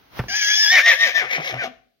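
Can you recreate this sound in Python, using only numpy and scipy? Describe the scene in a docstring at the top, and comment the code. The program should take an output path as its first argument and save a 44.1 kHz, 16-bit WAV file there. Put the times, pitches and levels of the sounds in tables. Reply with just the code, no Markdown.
"""A horse whinnies in its stall

A dull knock on the stall front, then a horse whinnies close by. Its voice has two pitches at once,
a high whistle and a low buzz. It holds a squeal, then gives seven shakes that each arch, sag and
break into rasp, the last ones dropping to a chesty flutter. Tiled walls answer."""
import sys
import numpy as np
from scipy import signal
from scipy.fft import rfft, irfft, next_fast_len
from scipy.io import wavfile
from scipy.ndimage import uniform_filter1d, minimum_filter1d, map_coordinates

SR = 44100
rng = np.random.default_rng(int(sys.argv[2]) if len(sys.argv) > 2 else 0)


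def store_pcm(level_fs):
    """Save levels as 16-bit WAV."""
    pcm = np.round(np.clip(level_fs, -1, 1) * 32767).astype(np.int16)
    wavfile.write(sys.argv[1], SR, np.atleast_2d(pcm).T)


N = 88200
TOP_HZ = 15900  # the highest frequency kept


def amp(db):
    """Turn decibels into a number to multiply by."""
    return 10 ** (np.asarray(db) / 20)


def clock():
    """The time in seconds at every sample."""
    return np.arange(N) / SR


def along(points, hz):
    """Look up a frequency between the rows of a table, on a musical (log) scale."""
    freqs, values = np.transpose(points)
    return np.interp(np.log(hz + 1), np.log(freqs + 1), values)


def curves(rows):
    """Join a table's rows with straight lines: one curve for each column after the time."""
    times, *columns = np.transpose(rows)
    return [np.interp(clock(), times, column) for column in columns]


def wobble(rate):
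    """A smooth curve through `rate` random values a second."""
    return map_coordinates(rng.standard_normal(8000), [clock() * rate], mode="wrap")


def filtered(x, response):
    """Turn each frequency up or down as `response` says."""
    size = next_fast_len(N + 8192)
    return irfft(rfft(x, size) * response(np.fft.rfftfreq(size, 1 / SR)), size)[..., :N]


def noise(colour, gate=1):
    """Noise of average power 1: `colour` sets its mix of lows and highs, `gate` makes it pulse."""
    x = filtered(gate * rng.standard_normal(N), lambda hz: amp(along(colour, hz)))
    return x / np.sqrt(np.mean(x ** 2) + 1e-20)


# The colours of the air and the rumble. Each row: frequency in Hz, relative level in dB.
AIR_COLOUR = [(10, -31.5), (50, -3.5), (244, -1.5), (650, -3), (900, -22.5), (1530, -11.5), (4450, -8.5),
              (7500, -25), (15000, -17)]
RUMBLE_COLOUR = [(8, -48), (25, -9), (55, 8), (90, -6), (160, -4.5), (400, -11), (1000, -56)]
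# How the rumble swells. Each row: time in seconds, level in dB.
RUMBLE_LEVELS = [(0, -67.5), (.17, -56), (.27, -41), (.36, -55), (.6, -64.5), (.8, -61.5), (1.3, -67),
                 (1.68, -63), (1.76, -66.5), (2, -96)]


def background(air_db=-75):
    """The faint hush of still air, with a low rumble."""
    air = amp(air_db) * np.array([noise(AIR_COLOUR), noise(AIR_COLOUR)])
    return air + amp(curves(RUMBLE_LEVELS)[0]) * noise(RUMBLE_COLOUR)


# How long the stall rings. Each row: frequency in Hz, seconds to fade by 60 dB.
STALL_RING = [(100, .45), (260, .6), (600, .45), (2000, .4), (6000, .42), (14000, .4)]


def stall_echo(x, tail_db=-13, bounces_db=-9, spread_s=.02, bounces=14):
    """Sound bounces off the near walls, then blurs into a tail whose high notes die first."""
    hz, t, spectrum = signal.stft(rng.standard_normal((2, SR)), SR, nperseg=256)
    fade = np.exp(-np.log(1000) * t / along(STALL_RING, hz)[:, None])
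    tail = signal.istft(spectrum * fade, SR, nperseg=256)[1]
    echo = amp(tail_db) * tail / np.linalg.norm(tail[0])
    for channel in echo:
        delays = (rng.uniform(0, spread_s, bounces) * SR).astype(int)
        channel[delays] += amp(bounces_db) * rng.choice([-1, 1], bounces) / np.sqrt(bounces)
    echo = np.pad(echo, ((0, 0), (SR // 500, 0)))  # starts 2 ms late
    return signal.fftconvolve(x, echo, axes=1)[:, :N]


# How the scuff swells. Each row: time in seconds, level in dB.
SCUFF_LEVELS = [(0, -56.5), (.1, -56.5), (.15, -43.5), (.188, -34), (.21, -44), (.28, -47), (.33, -90)]
# Its colour. Each row: frequency in Hz, relative level in dB.
SCUFF_COLOUR = [(59, -39.5), (100, -0.5), (246, -9), (1050, -6.5), (3760, -14.5), (6220, -20.5),
                (8520, -74), (9660, -30), (15000, -21.5)]


def scuff():
    """A soft scuffing noise around the knock."""
    return amp(curves(SCUFF_LEVELS)[0]) * np.array([noise(SCUFF_COLOUR), noise(SCUFF_COLOUR)])


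# The hits that make up the knock. Each row: start in seconds, clack level in dB, seconds for the
# clack to fade by 60 dB, thump level in dB, frequency in Hz above which the clack is dulled.
HITS = [(0.192, -21, 0.082, -29, 6137), (0.197, -39, 0.019, -16.5, 2475), (.238, -24, 0.028, -40, 1100)]
# The boards' notes. Each row: pitch in Hz, dB added to the thump level, seconds to fade by 60 dB.
BOARD_NOTES = [(62.3, -16.5, 0.19), (126, 4, .085), (172, -13, .05), (269, -21, 0.12)]
# The clack's colour. Each row: frequency in Hz, relative level in dB.
CLACK_COLOUR = [(150, -25), (250, -11.5), (471, -16.5), (1540, -17), (3440, -29), (4010, -52), (5010, -28),
                (8380, -71.5), (11400, -37), (15000, -43)]


def knock():
    """Each hit on the stall front gives a clack and a low thump of the boards."""
    out = np.zeros(N)
    for start, clack_db, fade_s, thump_db, bright_hz in HITS:
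        t = np.maximum(clock() - start, 0)
        clack = filtered(noise(CLACK_COLOUR), lambda hz: 1 / (1 + (hz / bright_hz) ** 2))
        out += amp(clack_db - 60 * t / fade_s) * (t > 0) * clack
        for hz, db, ring_s in BOARD_NOTES:
            out -= amp(thump_db + db - 60 * t / ring_s) * np.sin(2 * np.pi * hz * t)
    return out


# The head's swing. Each row: time in seconds, dB louder on the left, milliseconds earlier on the left.
HEAD_PATH = [(.3, -.5, -.11), (.6, -2.5, -0.12), (.8, -1, -0.0097), (1.0, 1.5, 0.11), (1.17, 2.5, .15),
             (1.35, 0.5, 0.24), (1.65, 0, 0.17)]
# A steady tilt on top of that. Each row: frequency in Hz, dB louder on the left.
LEFT_TILT = [(200, 1.5), (1700, 3), (2400, 5.5), (3000, 9), (4800, 9), (6300, 0), (9000, -0.5),
             (15000, -3.5)]


def head_swing(x):
    """As the head swings left, its sound reaches the left microphone sooner and louder."""
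    sides = np.array([[.5], [-.5]])  # left, right
    pan_db, lead_ms = curves(HEAD_PATH)
    times = clock() + sides * lead_ms / 1000
    pair = np.array([map_coordinates(x, [t * SR], order=5) for t in times])
    return filtered(pair * amp(sides * pan_db), lambda hz: amp(sides * along(LEFT_TILT, hz)))


def trembling_phase(hz, jitter, rate):
    """The growing angle of a wave whose pitch trembles by about the fraction `jitter`."""
    return 2 * np.pi * np.cumsum(hz * (1 + jitter * wobble(rate))) / SR


# Chest flutters. Each row: middle in seconds, half-width in seconds, pitch in Hz, level in dB.
FLUTTERS = [(1.25, 0.04, 134.8, -56), (1.395, 0.014, 155.4, -33), (1.557, 0.031, 129, -35),
            (1.676, 0.037, 238, -43)]


def chest(overtone_db=-13):
    """Short, low flutters of the chest around the last shakes."""
    out = np.zeros(N)
    for middle, half_width, hz, db in FLUTTERS:
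        phase = trembling_phase(hz, jitter=.06, rate=110)
        swell = amp(db) * np.exp(-((clock() - middle) / half_width) ** 2)
        out += swell * np.sqrt(2) * (np.sin(phase) + amp(overtone_db) * np.sin(2 * phase))
    return out


# The opening squeal. Each row: time in seconds, whistle pitch in Hz, low voice pitch in Hz.
SQUEAL = [(.285, 1744, 661), (.312, 1571, 756), (.375, 1730, 863.7), (.44, 1638, 703.6),
          (.475, 1671, 633.2), (.53, 1687, 839), (.58, 1710, 740.5), (.625, 1754, 928.6),
          (.66, 1658, 943.5), (.695, 1711, 658.3)]
# The shakes. Each row: time of the peak in seconds, length of the sag in seconds, whistle at the peak
# in Hz, low voice at the peak in Hz, low voice after the sag in Hz, whistle boost in dB.
SHAKES = [(0.742, .056, 1870, 745, 530, 7), (0.88, 0.061, 1880, 690, 491.4, -1),
          (1.026, 0.066, 1862, 680, 461.9, 4), (1.165, 0.072, 1795, 660, 359.3, 2.5),
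          (1.305, .092, 1615, 560, 149.8, -7), (1.455, 0.095, 1732, 560, 134.9, -14),
          (1.593, .078, 1590, 610, 189.6, 2)]


def melody(whistle_follows=.48):
    """Both pitches, the depth of the sag (0 to 1) and the whistle's boost: each shake is an arch."""
    t = clock()
    peak_s, sag_s, high, low, low_end, boost_db = np.transpose(SHAKES)
    high_end = high * (low_end / low) ** whistle_follows  # the whistle sags less than the low voice
    times = np.append(SQUEAL[-1][0], np.column_stack([peak_s, peak_s + sag_s]))
    steps = np.arange(len(times))  # odd steps are peaks
    place = np.interp(t, times, steps)
    peak = 2 * np.floor(place / 2) + 1
    arch = peak + (place - peak) * np.abs(place - peak)  # lingers at each peak

    def join(held, at_peak, after_sag):
        """Follow the squeal, then the arches."""
        values = np.append(held[-1], np.column_stack([at_peak, after_sag]))
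        return np.where(t < times[0], held, np.interp(arch, steps, values))

    held_high, held_low = curves(SQUEAL)
    zero = np.zeros(N)
    sag = join(zero, np.zeros_like(peak_s), np.ones_like(peak_s))
    return (join(held_high, high, high_end), join(held_low, low, low_end),
            sag, join(zero, boost_db, boost_db))


# The whistle's overtones. Each row: time in seconds, then the levels at twice and at three times
# its pitch, in dB compared with the main tone.
OVERTONES = [(.3, -24, -4), (.45, -5, -10.5), (.55, -1, -1), (.61, -12.5, 3.5), (.66, -3, 0.5),
             (.71, -7.5, -4), (.75, -16, -21.5), (1.2, -15, -23.5)]


def whistle(hz, low_phase, shaking, sag, shimmer_db=1):
    """The high voice: three tones that throb with the low voice and get rougher in the sags."""
    phase = trembling_phase(hz, jitter=.004 + .003 * shaking + .028 * sag, rate=700)
    second_db, third_db = curves(OVERTONES)
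    tone = np.sin(phase) + amp(second_db) * np.sin(2 * phase) + amp(third_db) * np.sin(3 * phase)
    throb = 1 + (.017 + .061 * shaking) * np.cos(low_phase)
    return np.sqrt(2) * tone * throb * amp(shimmer_db * wobble(250))


def buzz(colour, hz, phase):
    """The low voice: tones at whole multiples of its pitch glide through a colour that stays put."""
    gains = [amp(along(colour, k * hz)) * (k * hz < TOP_HZ) for k in range(1, 24)]
    stack = sum(g * np.sin(k * phase + rng.uniform(0, 2 * np.pi)) for k, g in enumerate(gains, 1))
    return stack / np.sqrt(sum(g * g for g in gains) / 2)


# How the voice's parts rise and fall. Each row: time in seconds, then relative levels in dB of the
# whistle, the low voice, the throat rasp and the nostril hiss.
VOICE_LEVELS = [(0.27, -61, -53, -66.5, -49.5), (0.286, -34.5, -48, -40.5, -35.5),
                (0.314, -27, -43, -38, -28), (0.342, -25.5, -43, -30, -29), (0.354, -23.5, -46, -33, -25.5),
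                (0.43, -24, -59, -31.5, -23.5), (0.446, -23.5, -48.5, -39.5, -23.5),
                (0.508, -19.5, -58.5, -29, -21.5), (0.576, -22.5, -48.5, -35.5, -23),
                (0.628, -17, -47, -34, -24.5), (0.652, -21, -40.5, -32.5, -24), (0.702, -17, -49, -36, -26),
                (0.738, -21.5, -28.5, -21, -21.5), (0.782, -11.5, -31.5, -10.5, -20),
                (0.814, -19, -41, -25.5, -30.5), (0.834, -17.5, -51, -51, -39),
                (0.874, -9.5, -31, -16.5, -22.5), (0.896, -2, -26, -12.5, -15),
                (0.936, -11, -35, -20, -29.5), (0.984, -28, -56, -46, -39.5), (1.008, -18, -39, -24, -25.5),
                (1.036, -15, -37.5, -23.5, -27), (1.072, -24.5, -33.5, -24.5, -26),
                (1.138, -35.5, -49, -37.5, -45), (1.158, -17, -39, -29, -29.5),
                (1.182, -22.5, -37.5, -23, -31.5), (1.21, -23, -37.5, -23, -34),
                (1.242, -24.5, -34, -36, -49), (1.29, -42, -51.5, -36, -50),
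                (1.316, -40.5, -37.5, -25.5, -33), (1.36, -36, -38.5, -24, -33),
                (1.388, -61, -31.5, -35, -47.5), (1.436, -51.5, -44, -36.5, -39.5),
                (1.476, -34, -39.5, -26, -31), (1.554, -34, -35.5, -43.5, -53),
                (1.594, -38, -46.5, -30, -47.5), (1.622, -25.5, -36, -33.5, -45.5),
                (1.638, -32, -35, -26.5, -35), (1.666, -44.5, -32, -67, -42.5),
                (1.72, -75.5, -39, -50, -47)]
WHISTLE_TRIM_DB, LOW_TRIM_DB, RASP_TRIM_DB, HISS_TRIM_DB = -2, 3.5, 2.5, -.5
# The colours of the low voice, the rasp and the hiss. Each row: frequency in Hz, relative level in dB.
THROAT_COLOUR = [(100, -27.5), (200, -13.5), (350, -9), (520, -8), (720, 7.5), (900, -15.5), (1200, -6),
                 (1600, -11.5), (2200, -15.5), (3000, -15), (6000, -45.5)]
RASP_COLOUR = [(200, -63.5), (600, -13.5), (1000, -10.5), (1450, -10), (1750, 5), (2080, 7), (2420, 6),
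               (2650, -10), (3400, -41.5), (6000, -58.5)]
SQUEAL_HISS_COLOUR = [(1500, -57), (2600, -6.5), (3000, 5.5), (3700, -6), (4400, -0.5), (5100, 4.5),
                      (6100, 8.5), (6750, -2.5), (7200, -19), (8100, -46), (8900, -17.5), (10000, -41.5),
                      (12000, -11), (15500, -22)]
SHAKE_HISS_COLOUR = [(1500, -29.5), (2600, -4), (3100, 4), (3550, 1.5), (4050, -2), (4600, -8), (5300, 0),
                     (6400, -5), (6900, -11), (7400, -43), (8300, -39), (10500, -19), (12500, -18),
                     (14500, -14.5), (15800, -32)]


def whinny(start_s=.281, rise_s=.0035, stop_s=1.65, fall_s=.043, sag_loss_db=14, flicker_db=2.6):
    """The horse's call: a whistle over a low voice, a rasping throat and hissing nostrils."""
    t = clock()
    high_hz, low_hz, sag, boost_db = melody()
    whistle_db, low_db, rasp_db, hiss_db = curves(VOICE_LEVELS)
    shaking = np.interp(t, [SQUEAL[-1][0], SHAKES[0][0]], [0, 1])
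    tired = np.interp(t, [SHAKES[2][0], SHAKES[4][0]], [0, 1])
    low_phase = trembling_phase(low_hz, jitter=.012 + .004 * shaking + .035 * sag, rate=600)
    puffs = (1 + .81 * np.cos(low_phase / 2)) * amp(flicker_db * wobble(160))

    def hoarse(colour, buzz_share):
        """Part buzz, part rushing air that puffs on every other wave of the low voice."""
        tone = buzz(colour, low_hz, low_phase) * amp(flicker_db * wobble(200))
        return np.sqrt(buzz_share) * tone + np.sqrt(1 - buzz_share) * noise(colour, puffs)

    hiss = np.sqrt(1 - shaking) * hoarse(SQUEAL_HISS_COLOUR, buzz_share=.35)
    hiss += np.sqrt(shaking) * hoarse(SHAKE_HISS_COLOUR, buzz_share=.4)
    high = whistle(high_hz, low_phase, shaking, sag)
    low = hoarse(THROAT_COLOUR, buzz_share=.9 * (1 - .45 * tired))  # breathier in the last shakes
    rasp = hoarse(RASP_COLOUR, buzz_share=.5)
    voice = (amp(whistle_db + WHISTLE_TRIM_DB + boost_db - sag_loss_db * sag) * high
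             + amp(low_db + LOW_TRIM_DB) * low
             + amp(rasp_db + RASP_TRIM_DB) * rasp
             + amp(hiss_db + HISS_TRIM_DB) * hiss)
    return voice * np.interp(t, [start_s, start_s + rise_s, stop_s, stop_s + fall_s], [0, 1, 1, 0])


def scene():
    """The horse and the knock echo in the stall, over a scuff and a faint background."""
    horse = head_swing(whinny() + chest())
    bump = np.tile(knock(), (2, 1))
    return horse + bump + scuff() + background() + stall_echo(horse + amp(-7.5) * bump)


def record(dry, low_cut_hz=30, ceiling=.98, smooth_s=.004):
    """Cut the deepest bass, briefly turn down any peak that is too loud, then cut the very top."""
    x = filtered(dry, lambda hz: (1j * hz / (low_cut_hz + 1j * hz)) ** 2)
    needed_gain = ceiling / np.maximum(np.abs(x).max(axis=0), ceiling)
    size = int(smooth_s * SR)
    smooth_gain = uniform_filter1d(minimum_filter1d(needed_gain, 2 * size), size)
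    return filtered(x * smooth_gain, lambda hz: hz < TOP_HZ)


dry = scene()
out = record(dry)
store_pcm(out)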